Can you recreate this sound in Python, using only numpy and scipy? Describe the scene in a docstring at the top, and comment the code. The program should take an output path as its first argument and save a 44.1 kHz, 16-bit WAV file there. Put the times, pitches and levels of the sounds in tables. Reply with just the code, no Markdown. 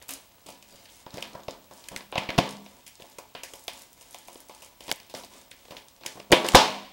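"""Flexing a laminated sheet

Hands flex a laminated sheet close to a microphone in a small hard room. Each crease that snaps through is
a short volley of noise ringing the sheet's resonances; short bursts make ticks, crackles and hiss make
rustle, and fingers swish. Two hard flaps overload the input, and a low decaying swing thumps at the hardest.
Fading noise and lingering tones form the room; shaped noise is its hush, two steady tones the screens' whine."""
import sys
import numpy as np
from scipy import signal
from scipy.fft import rfft, irfft
from scipy.io import wavfile
from scipy.ndimage import uniform_filter1d

SR = 44100
rng = np.random.default_rng(int(sys.argv[2]) if len(sys.argv) > 2 else 0)


def unload_audio(sound):
    """Save the sound as a 16-bit wav file, at the path given as the first command line argument."""
    columns = np.transpose(np.atleast_2d(sound))
    # keep every value between -1 and 1, then stretch to whole-number steps
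    steps = np.round(np.clip(columns, -1, 1) * 32767)
    wavfile.write(sys.argv[1], SR, steps.astype(np.int16))


N = 305172  # length of the scene in samples

# Creases snapping through. Each row: start in seconds, then peak levels in dB of the flap of air, the sheet's
# body, the crack and the film, then length in ms (kept within 0.3 to 10 when played), room share in dB.
SNAPS = [(0.0157, -59, -43, -40.5, -65, 3, 7), (0.0908, -59, -47, -24.5, -20.5, 2.4, 7),
         (0.4617, -46, -47, -38, -36.5, 0.86, 11.5), (0.4858, -55, -34, -35, -31, 5.5, 3),
         (0.6252, -71, -50, -38, -36.5, 3.8, 1), (0.8542, -68, -54, -36.5, -41, 3.8, 2),
         (1.0639, -44.5, -31.5, -34, -57, 1.8, 3), (1.1409, -31, -33.5, -31, -31, 2.3, 4),
         (1.1718, -41, -30.5, -29, -28.5, 0.99, -10), (1.1804, -43, -30, -29, -56, 2, 1.5),
         (1.2246, -58, -34.5, -20.5, -23, 1.6, 0), (1.2471, -64, -39, -36, -65, 2.4, 4),
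         (1.3499, -39, -30.5, -39, -63, 6.2, 2.5), (1.4824, -35.5, -20.5, -27, -32, 3.4, 0),
         (1.7104, -50, -39.5, -38, -39, 1.2, 9.5), (1.8856, -59, -46, -28, -24, 2.3, -4.5),
         (1.9135, -39.5, -44, -44, -57, 3.1, 12), (1.9254, -49, -37, -48, -51, 1.6, 8.5),
         (1.9616, -39.5, -48, -17.5, -18, 2.3, -5), (2.0066, -49, -38.5, -32.5, -67, 1.5, 2.5),
         (2.1252, -41, -26, -27, -63, 0.57, 5.5), (2.1555, -37, -17.5, -20.5, -41, 2.1, 4.5),
         (2.1782, -40, -18.5, -12.5, -52, 3.9, -2), (2.18, -22.5, -27, -25, -24.5, 2.4, -2),
         (2.2176, -46, -30.5, -34, -56, 1.9, 8.5), (2.2886, -32, -21.5, -21.5, -43, 12, -0.5),
         (2.3035, -53, -41, -18, -58, 1.8, -5), (2.3532, -61, -30, -34, -52, 1.7, -10),
         (2.3788, -17, -13, -13, -21, 9.9, -12), (2.3858, -10, -8, -5.5, -21, 2.9, -2),
         (2.6618, -56, -39, -36, -45, 2, 1), (2.8636, -56, -57, -38.5, -34.5, 8.2, 9.5),
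         (2.9988, -63, -41.5, -41.5, -46, 2.2, 6), (3.021, -48, -43, -31, -32.5, 2.4, -19),
         (3.0382, -71, -41, -48, -56, 1.6, 6.5), (3.1843, -65, -30.5, -31.5, -25.5, 4.8, 2.5),
         (3.3498, -44, -29, -28.5, -74, 4.5, 0), (3.4337, -55, -36, -27.5, -20.5, 2.3, 4.5),
         (3.5355, -49, -34.5, -34.5, -31, 3, 3), (3.6798, -50, -28.5, -16.5, -15.5, 2.4, 0.5),
         (4.0098, -63, -50.5, -44.5, -38, 3, 6.5), (4.1448, -61, -34, -30, -25.5, 1.4, 1.5),
         (4.283, -60, -35, -35, -31, 1.2, 1), (4.3569, -71, -37, -38, -49, 1.3, -5),
         (4.4954, -72, -34, -34, -33, 1.4, 5.5), (4.6204, -64, -48, -39.5, -36, 3.2, 11),
         (4.8059, -52, -38.5, -32.5, -31.5, 2.9, 2.5), (4.88, -52, -34, -28.5, -29, 2.4, 3),
         (4.8903, -62, -31, -28, -43, 6.3, -1), (4.9143, -61, -23.5, -7.5, -9.5, 1.6, -39),
         (4.9242, -40, -29, -37, -18, 1.5, -25), (5, -53, -45.5, -34.5, -32, 2.3, -3),
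         (5.097, -61, -48, -39, -36.5, 1.6, 10), (5.1398, -59, -27, -31, -31.5, 1.1, 2.5),
         (5.1484, -40, -56, -26, -39, 2.2, 2.5), (5.2348, -57, -38.5, -35, -36, 3.6, 3.5),
         (5.5143, -66, -51, -33, -41, 2.5, 1), (5.6536, -68, -44, -39, -39, 1.1, -8),
         (5.6825, -64, -42, -41, -54, 2.5, -10), (5.7072, -43, -36, -33, -35, 6.1, 2),
         (5.7193, -44, -34.5, -39, -41, 3.4, 5), (5.7667, -52, -43, -30.5, -35, 4.1, 1.5),
         (6.009, -52, -48, -44.5, -47, 2.5, 12), (6.0352, -61, -40.5, -33.5, -55, 1.15, 2),
         (6.0474, -66, -39.5, -53, -49, 8.9, 13.5), (6.0614, -42, -37, -20.5, -17, 2, 0.5),
         (6.1547, -44, -41, -50, -55, 1.9, 11), (6.1715, -62, -36, -46, -46, 7.4, 2),
         (6.1991, -42, -35, -32.5, -63, 2.5, -3), (6.2996, -49, -36, -63, -47, 4.2, 2),
         (6.3069, -25.5, -25, -36, -46, 1.4, 2), (6.3178, -36, -8, -15, -7.5, 4.2, 2),
         (6.323, -16.5, -6, 0.5, -35, 2.4, 0.5), (6.3292, -22, -0.5, -4.5, -42, 3.3, -3),
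         (6.444, -47, -21, -24, -46, 3.2, 12), (6.4863, -39, -27, -11.5, -8.5, 2.2, -18),
         (6.5352, -38, -21, -42, -27, 6.9, -13), (6.5468, -7.5, 9.5, 4.5, -22, 6.4, -3),
         (6.6377, -51, -22, -27, -39, 1.8, -7)]
# How tightly the sheet is bent sets the body pitch of its snaps. Each row: time in seconds, pitch in Hz.
BEND = [(0, 694), (1.05, 670), (1.16, 500), (1.24, 730), (1.5, 470), (1.71, 670), (2.17, 760), (2.3, 604),
        (3.1, 605), (3.18, 720), (3.45, 590), (3.68, 880), (4.28, 820), (4.36, 516), (4.5, 920), (4.8, 630),
        (5.7, 595), (6.45, 554), (6.55, 857), (6.64, 860)]
# What the parts of the sheet ring with. Each row: pitch in Hz, width in Hz, relative level in dB.
FLAP = [(74.4, 103, -16), (161, 155, 4), (284, 130, 0)]
BODY = [(259.4, 72, -2), (537, 185, 4), (720, 120, 1), (960, 160, 1), (1370, 3000, -3)]
CRACK = [(1920, 1740, -7), (2262, 805, -2.5), (2856, 800, -3.5), (4260, 2420, -5)]
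FILM = [(6500, 4140, 2.5), (9500, 21000, 3), (13800, 1400, -18.5)]
PITCH_SCATTER_OCT, BODY_SPREAD_OCT = 0.017, 0.87  # a snap favours the body modes near its pitch
CRACK_TILT = 0.37  # dB per octave for each dB of film over crack, counted from 14 dB below the crack
CRACK_SCATTER = 0.09  # every snap detunes the crack modes by about this fraction
RISE_SHARE = 0.069  # build-up time of a snap, in lengths
SHARP_SHARE = 22  # time of the treble's extra decay, in lengths


def snaps():
    """Each snap is a swelling, then dying volley of small releases, sent into every part of the sheet."""
    ms = np.arange(1600) / SR * 1000
    near, far = np.zeros((2, N + SR))
    for start, *levels, length, room_db in SNAPS:
        flap_db, body_db, crack_db, film_db = levels
        bend, *detune = np.clip(rng.standard_normal(1 + len(CRACK)), -2, 2)
        length = np.clip(length, 0.3, 10)
        swell = (1 - np.exp(-ms / (RISE_SHARE * length))) * np.exp(-ms / length)
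        # the product of two noises is spikier than plain noise
        volley = rng.standard_normal(len(ms)) * np.abs(rng.standard_normal(len(ms))) * swell
        sharp = volley * np.exp(-ms / (SHARP_SHARE * length))  # the treble leaves first

        pitch_hz = np.interp(start, *np.transpose(BEND)) * 2 ** (PITCH_SCATTER_OCT * bend)
        body = [(hz, width, db - 6 * (np.log2(hz / pitch_hz) / BODY_SPREAD_OCT) ** 2)
                for hz, width, db in BODY]
        # a snap with much film in it cracks brighter
        tilt_db = CRACK_TILT * np.clip(film_db - crack_db + 14, -15, 15)
        crack = [(hz * (1 + CRACK_SCATTER * shift), width, db + tilt_db * np.log2(hz / 3000))
                 for (hz, width, db), shift in zip(CRACK, detune)]

        # the whole sheet pushes the air in one smooth stroke; the finer parts answer each release
        stroke = np.gradient(-swell)
        add(near, far, start, stroke, ring(FLAP), flap_db, room_db)
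        add(near, far, start, volley, ring(body), body_db, room_db)
        add(near, far, start, sharp, ring(crack), crack_db, room_db)
        add(near, far, start, sharp, ring(FILM), film_db, room_db)
    return np.array([near[:N], far[:N]])


def ring(modes):
    """A struck part sounds as decaying resonances: wide ones die fast; signs alternate, total energy is 1."""
    t = np.arange(1024) / SR
    body = np.zeros(len(t))
    for k, (hz, width, db) in enumerate(modes):
        strength = (-1) ** k * undb(db) * np.sqrt(width)
        body += strength * np.exp(-np.pi * width * t) * np.sin(2 * np.pi * hz * t)
    return body / np.sqrt(np.sum(body ** 2))


def add(near, far, start, push, body, peak_db, room_db):
    """A push rings a body at a peak level; the walls get its energy, offset by the room share, in plain colour."""
    sound = signal.fftconvolve(push, body)
    sound *= undb(peak_db) / np.max(np.abs(sound))
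    at = int(start * SR)
    near[at:at + len(sound)] += sound
    far[at:at + len(body)] += body * undb(room_db) * np.sqrt(np.sum(sound ** 2))


# The clearest lone ticks of the film. Each row: start in seconds, peak level in dB, colour (band centre) in Hz.
TICKS = [(0.0245, -35, 6600), (0.083, -30, 9500), (0.09, -25, 9600), (0.1075, -21, 9700),
         (0.1244, -31, 9500), (0.1365, -21.5, 7200), (0.466, -31.5, 5170), (0.5033, -31.5, 6900),
         (0.5241, -34, 4670), (0.9218, -41, 7800), (1.106, -36.5, 4500), (1.1858, -38, 4200),
         (1.2077, -35, 6000), (1.2215, -37, 5800), (1.3327, -37, 4800), (1.4026, -42, 3900),
         (1.4342, -36, 5000), (1.4928, -38, 4400), (1.5087, -28, 4700), (1.643, -47, 5100),
         (1.736, -37, 6500), (1.777, -38, 6300), (1.8041, -39, 5700), (1.8403, -35.5, 3500),
         (1.856, -45, 4900), (1.9741, -26.5, 7000), (2.1178, -37.5, 6560), (2.1858, -27, 5460),
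         (2.384, -16, 5020), (2.4909, -27, 5900), (2.5085, -30.5, 6500), (2.525, -33, 5360),
         (2.5687, -35.5, 5000), (2.6866, -51, 5400), (2.8782, -31.5, 7300), (2.9543, -37.5, 4850),
         (3.0066, -42, 6500), (3.0985, -43, 7840), (3.4384, -29, 6300), (3.5552, -34, 8500),
         (3.593, -42, 8200), (3.6393, -37, 9800), (3.6704, -41, 9800), (3.7334, -34.5, 7900),
         (3.7901, -36, 9900), (3.8202, -32.5, 7260), (3.9298, -38.5, 7500), (4.0188, -37, 8700),
         (4.1095, -37, 8900), (4.1292, -38, 8100), (4.186, -33, 7540), (4.2755, -36, 8850),
         (4.3302, -35, 8400), (4.3444, -37, 7400), (4.4036, -35, 8200), (4.4859, -37, 8200),
         (4.5484, -36, 6000), (4.6471, -33, 7200), (4.8397, -36, 6640), (4.8686, -36, 7100),
         (4.9028, -28, 7100), (4.959, -35, 8600), (5.0314, -44, 7300), (5.1522, -33, 5550),
         (5.247, -34, 6260), (5.3385, -42, 5900), (5.3818, -40, 6160), (5.4143, -40, 6500),
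         (5.5122, -34.5, 5930), (5.884, -37.5, 5650), (5.9636, -44, 5540), (6.0642, -20, 5100),
         (6.1242, -36, 5700), (6.4314, -30, 4000), (6.4652, -21.5, 5940), (6.5198, -21, 5140),
         (6.5534, 7, 4100), (6.5917, -13, 4300), (6.6064, -24, 4460)]
TICK_MS, TICK_WIDTH, TICK_ROOM_DB = 1, 1.52, 2  # decay time, band edges as a ratio, room share


def ticks():
    """Each small buckle of the film gives a very short broad burst of noise."""
    ms = np.arange(200) / SR * 1000
    click = ms == 0
    near, far = np.zeros((2, N + SR))
    for start, db, hz in faint_ticks() + TICKS:
        edges = [hz / TICK_WIDTH, min(hz * TICK_WIDTH, SR / 2.5)]
        band = signal.butter(2, edges, "bandpass", fs=SR, output="sos")
        body = signal.sosfilt(band, click)
        body /= np.sqrt(np.sum(body ** 2))
        burst = rng.standard_normal(len(ms)) * np.exp(-ms / TICK_MS)
        add(near, far, start, burst, body, db, TICK_ROOM_DB)
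    return np.array([near[:N], far[:N]])


FAINT_TICKS_PER_S = 30
FAINT_TICK_DB, FAINT_SPREAD_DB = 15.5, 1  # peak over the handling level of the film, and its scatter
FAINT_TICK_HZ, FAINT_SCATTER_OCT = 6500, 0.2


def faint_ticks():
    """Small buckles at random times, louder while the hands work the film more: rows like TICKS."""
    count = int(FAINT_TICKS_PER_S * N / SR)
    at = rng.random(count) * N / SR
    size, colour = np.clip(rng.standard_normal((2, count)), -2, 2)
    film_db = handling_db(at)[2]
    db = film_db + FAINT_TICK_DB + FAINT_SPREAD_DB * size
    hz = FAINT_TICK_HZ * 2 ** (FAINT_SCATTER_OCT * colour)
    return list(zip(at, db, hz))


CRACKLES_PER_S, CRACKLE_SHARE = 900, 0.49  # share of the rustle's power; sliding hiss has the rest
CRACKLE_SPREAD_DB = 2.5  # scale of the extra size of the larger crackles


def rustle():
    """Tiny random crackles and the hiss of skin and film sliding both ring body, crack and film."""
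    count = int(CRACKLES_PER_S * N / SR)
    at = rng.integers(0, N, count)
    size_db = CRACKLE_SPREAD_DB * np.minimum(rng.exponential(size=count), 4)
    out = np.zeros(N)
    for db, modes in zip(rustle_db(), (BODY, CRACK, FILM)):
        # each crackle reaches each part with a strength of its own, so each has its own colour
        part_db = size_db + 5.1 * rng.standard_normal(count)
        clicks = np.zeros(N)
        clicks[at] = undb(part_db) * rng.choice([-1, 1], count)
        clicks /= np.sqrt(np.mean(clicks ** 2))
        slide = undb(0.65 * walk(25)) * rng.standard_normal(N)
        push = np.sqrt(CRACKLE_SHARE) * clicks + np.sqrt(1 - CRACKLE_SHARE) * slide
        out += undb(db) * signal.fftconvolve(push, ring(modes))[:N]
    return out


# After a snap the sheet goes on rustling; values for body, crack and film.
SETTLE_DB = (-31.5, -43, -36.5)  # level against the snap
SETTLE_T60_S = (0.26, 0.6, 0.15)  # time to fall 60 dB


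def rustle_db():
    """Rustle levels over time: the power of the handling plus that of the settling after every snap."""
    t = np.arange(N) / SR
    coarse = t[::64]  # handling changes slowly enough for a coarser time step
    rows = np.array(SNAPS)
    starts = (rows[:, 0] * SR).astype(int)
    out = []
    for db, snap_db, settle_db, t60 in zip(handling_db(coarse), rows[:, 2:5].T, SETTLE_DB, SETTLE_T60_S):
        kicks = np.zeros(N)
        kicks[starts] = undb(snap_db + settle_db) ** 2
        settling = signal.lfilter([1], [1, -1000 ** (-2 / (t60 * SR))], kicks)
        handling = undb(np.interp(t, coarse, db)) ** 2
        out.append(10 * np.log10(handling + settling))
    return out


# Bouts of fine rustle as the hands move the sheet. Each row: start in seconds, hold in seconds,
# then the levels in dB of body, crack and film.
RUSTLE = [(0.081, 0.037, -48.5, -48.5, -48), (0.45, 0.11, -59.5, -64.5, -67.5),
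          (0.666, 0.18, -65.5, -65, -61.5), (0.885, 0.12, -66, -65, -59), (1.115, 0.17, -51.5, -57, -61.5),
          (1.323, 0.055, -47, -65, -73), (1.476, 0.065, -51, -74, -75), (1.72, 0.15, -61.5, -65, -60.5),
          (1.9, 0.085, -51.5, -61, -60.5), (2.157, .1, -48, -51.5, -71), (2.29, 0.054, -44, -50, -67),
          (2.375, 0.086, -38.5, -42.5, -67), (2.599, .2, -62, -68, -65), (2.98, 0.18, -63, -65, -63.5),
          (3.345, 0.07, -61.5, -69, -79), (3.47, 0.16, -63, -69, -57), (3.675, 0.15, -59.5, -60, -57),
          (3.962, 0.17, -70, -67, -61), (4.118, 0.14, -76, -62, -62), (4.259, 0.16, -60, -65.5, -62),
          (4.48, 0.2, -65, -65, -63), (4.808, 0.073, -57, -58, -59), (5.134, 0.052, -48, -62, -50.5),
          (5.3, 0.1, -57, -60.5, -59), (5.556, 0.16, -69, -66, -64.5), (5.689, 0.094, -56, -67, -63),
          (6.032, 0.1, -60, -62, -57.5), (6.16, 0.05, -53, -65, -62), (6.333, 0.035, -31.5, -44, -48),
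          (6.443, .11, -45, -43, -47), (6.556, .02, -29, -27.5, -53)]
# Levels in dB of body, crack and film while the hands only hold the sheet.
IDLE_DB = (-66.5, -68, -67.5)
RUSTLE_ATTACK_S = 0.017
RUSTLE_FALL_DB_S = 237  # fall in dB per second of a bout at -60 dB
SLOWER_DB_S_PER_DB = 4.5  # a stronger bout dies away more slowly, by this much per dB


def handling_db(t):
    """Level of body, crack and film rustle at times t: each bout rises, holds and falls away."""
    start, hold, *columns = np.transpose(RUSTLE)[:, :, None]
    rise = np.clip((t - start) / RUSTLE_ATTACK_S, 0, 1)
    after = np.maximum(t - start - hold, 0)
    out = []
    for db, idle_db in zip(columns, IDLE_DB):
        fall_db_s = np.maximum(RUSTLE_FALL_DB_S - SLOWER_DB_S_PER_DB * (db + 60), 60)
        bouts = undb(db - fall_db_s * after) * rise
        out.append(10 * np.log10(np.sum(bouts ** 2, axis=0) + undb(idle_db) ** 2))
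    return out


# Fingers sliding. Each row: start in seconds, end in seconds, pitch in Hz, width in Hz,
# middle level in dB (it wavers around this).
SWISHES = [(0.695, .83, 4790, 200, -64), (0.71, 0.78, 560, 198, -54), (0.732, .82, 2980, 600, -65),
           (0.877, 0.903, 3330, 700, -59), (0.93, 0.947, 6860, 2500, -54), (3.352, 3.435, 2780, 1200, -57),
           (3.436, 3.507, 5640, 1500, -60.5)]


def swishes():
    """Fingers sliding over the film: noise through one resonance, a hiss that swells, flutters and fades."""
    t = np.arange(N) / SR
    out = np.zeros(N)
    for start, end, hz, width, db in SWISHES:
        progress = np.clip((t - start) / (end - start), 0, 1)
        swell = np.maximum(np.sin(np.pi * progress), 0) ** 0.5
        hiss = signal.fftconvolve(rng.standard_normal(N), ring([(hz, width, 0)]))[:N]
        out += undb(db + 6 * walk(37)) * swell * hiss
    return out


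# Low thump of air pushed by the hardest flap. Each row: start in seconds, level in dB before it dies away,
# pitch in Hz.
THUMPS = [(6.545, 0.5, 57)]


def thumps():
    """A low thump of air pushed by the hardest flap: a slow dip and rebound, a sine that dies within a few
    cycles."""
    t = np.arange(N) / SR
    out = np.zeros(N)
    for start, db, hz in THUMPS:
        cycles = np.maximum(t - start, 0) * hz
        out -= undb(db) * np.sin(2 * np.pi * cycles) * np.exp(-2.5 * cycles)
    return out


# Reflections by octave. Each row: band centre in Hz, time to fall 60 dB in seconds,
# level in dB against the sound sent to the walls.
ROOM = [(105, 0.1, -14), (223, 0.6, -7.5), (430, 0.12, -15), (985, 0.49, -9), (1770, 0.31, -1),
        (4100, 0.28, -4), (8600, 0.38, -10), (15700, 0.1, -1.5)]
# Standing waves between table and walls. Each row: pitch in Hz, time to fall 60 dB in seconds, energy in dB.
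STANDING = [(202.1, 0.7, -28.5), (273.7, 0.16, -30.5), (350, 0.29, -31), (424.8, 0.5, -35.5),
            (518, 0.21, -31.5), (555.6, 0.16, -29), (624, 0.54, -34.5), (701.7, 0.072, -30.5),
            (753, 0.6, -32.5), (866, 0.31, -24), (910, 1, -50), (995, 0.91, -43), (976, 0.24, -28),
            (1070, 0.71, -36), (1134, 0.44, -31)]
ROOM_GAP_MS = 1.53  # time scale on which the reflections build up


def room(x):
    """Diffuse reflections: noise that builds up, then dies band by band; some low pitches linger."""
    t = np.arange(SR) / SR
    gaps = t * 1000 / ROOM_GAP_MS
    tail = np.zeros(len(t))
    for hz, t60, db in ROOM:
        edges = [hz / 1.45, min(hz * 1.45, SR / 2.2)]
        sos = signal.butter(2, edges, "bandpass", fs=SR, output="sos")
        band = signal.sosfilt(sos, rng.standard_normal(len(t)))
        band *= np.exp(-np.log(1000) * t / t60) * np.clip(gaps, 0, 1) ** 2
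        width = (edges[1] - edges[0]) / (SR / 2)  # a wider band carries more energy
        tail += undb(db) * band * np.sqrt(width / np.sum(band ** 2))
    for hz, t60, db in STANDING:
        wave = np.sin(2 * np.pi * (hz * t + rng.random()))
        wave *= np.exp(-np.log(1000) * t / t60) * (1 - np.exp(-gaps))
        wave *= 1 + 0.5 * np.sin(2 * np.pi * (0.0149 * hz * t + rng.random()))  # close neighbours beat
        tail += undb(db) * wave / np.sqrt(np.sum(wave ** 2))
    return signal.fftconvolve(x, tail)[:N]


# Colour of the room's hush. Each row: frequency in Hz, relative level in dB per Hz.
HUSH = [(18, -13), (40, 7.5), (176, -1), (420, -10.5), (550, -8.5), (980, -5), (1380, -11), (2890, -15.5),
        (5590, -17), (10000, -21), (13700, -11), (17000, -16)]
# Whine of two screens. Each row: pitch in Hz, rms level in dB.
WHINES = [(15734.3, -66.5), (15747.2, -70)]
HUSH_DB = -62  # middle rms level; it drifts around this


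def background():
    """Hush of room and preamplifier is coloured noise; the line whines of two screens beat together."""
    t = np.arange(N) / SR
    out = undb(HUSH_DB + 0.98 * walk(2.2)) * coloured(N, HUSH)
    for hz, db in WHINES:
        out += np.sqrt(2) * undb(db) * np.sin(2 * np.pi * (hz * t + rng.random()))
    return out


def coloured(size, points):
    """Noise of rms 1 with a spectrum drawn through (Hz, dB) points."""
    hz, db = np.transpose(points)
    f = np.arange(size // 2 + 1) * SR / size + 1  # the 1 keeps the logarithm finite
    gain = undb(np.interp(np.log(f), np.log(hz), db))
    noise = irfft(rfft(rng.standard_normal(size)) * gain, size)
    return noise / np.sqrt(np.mean(noise ** 2))


def walk(rate):
    """Random levels, a new one every 1 / rate seconds, smoothed twice; spread near 1."""
    k = int(SR / rate)
    steps = np.repeat(rng.standard_normal(N // k + 1), k)
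    return 1.3 * uniform_filter1d(uniform_filter1d(steps, k), k)[:N]


def undb(db):
    """Turns dB into a plain amplitude factor."""
    return 10 ** (np.asarray(db) / 20)


def scene():
    """Adds the direct sounds, their reflections and the background."""
    # rustle and swishes go to the microphone and the walls alike
    near, far = snaps() + ticks() + rustle() + swishes()
    return (near + thumps() + room(far) + background())[None]


CEILING = 0.62  # amplitude where the input clips
SLOPE_HZ, TOP_HZ = 15900, 16900


def record(dry):
    """The input clips with a short knee; the top rolls off, then is cut."""
    clipped = dry / (1 + np.abs(dry / CEILING) ** 6) ** (1 / 6)
    slope = signal.cheby1(14, 0.5, SLOPE_HZ, fs=SR, output="sos")
    cut = signal.ellip(8, 0.2, 70, TOP_HZ, fs=SR, output="sos")
    return signal.sosfilt(cut, signal.sosfilt(slope, clipped))


dry = scene()
out = record(dry)
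unload_audio(out)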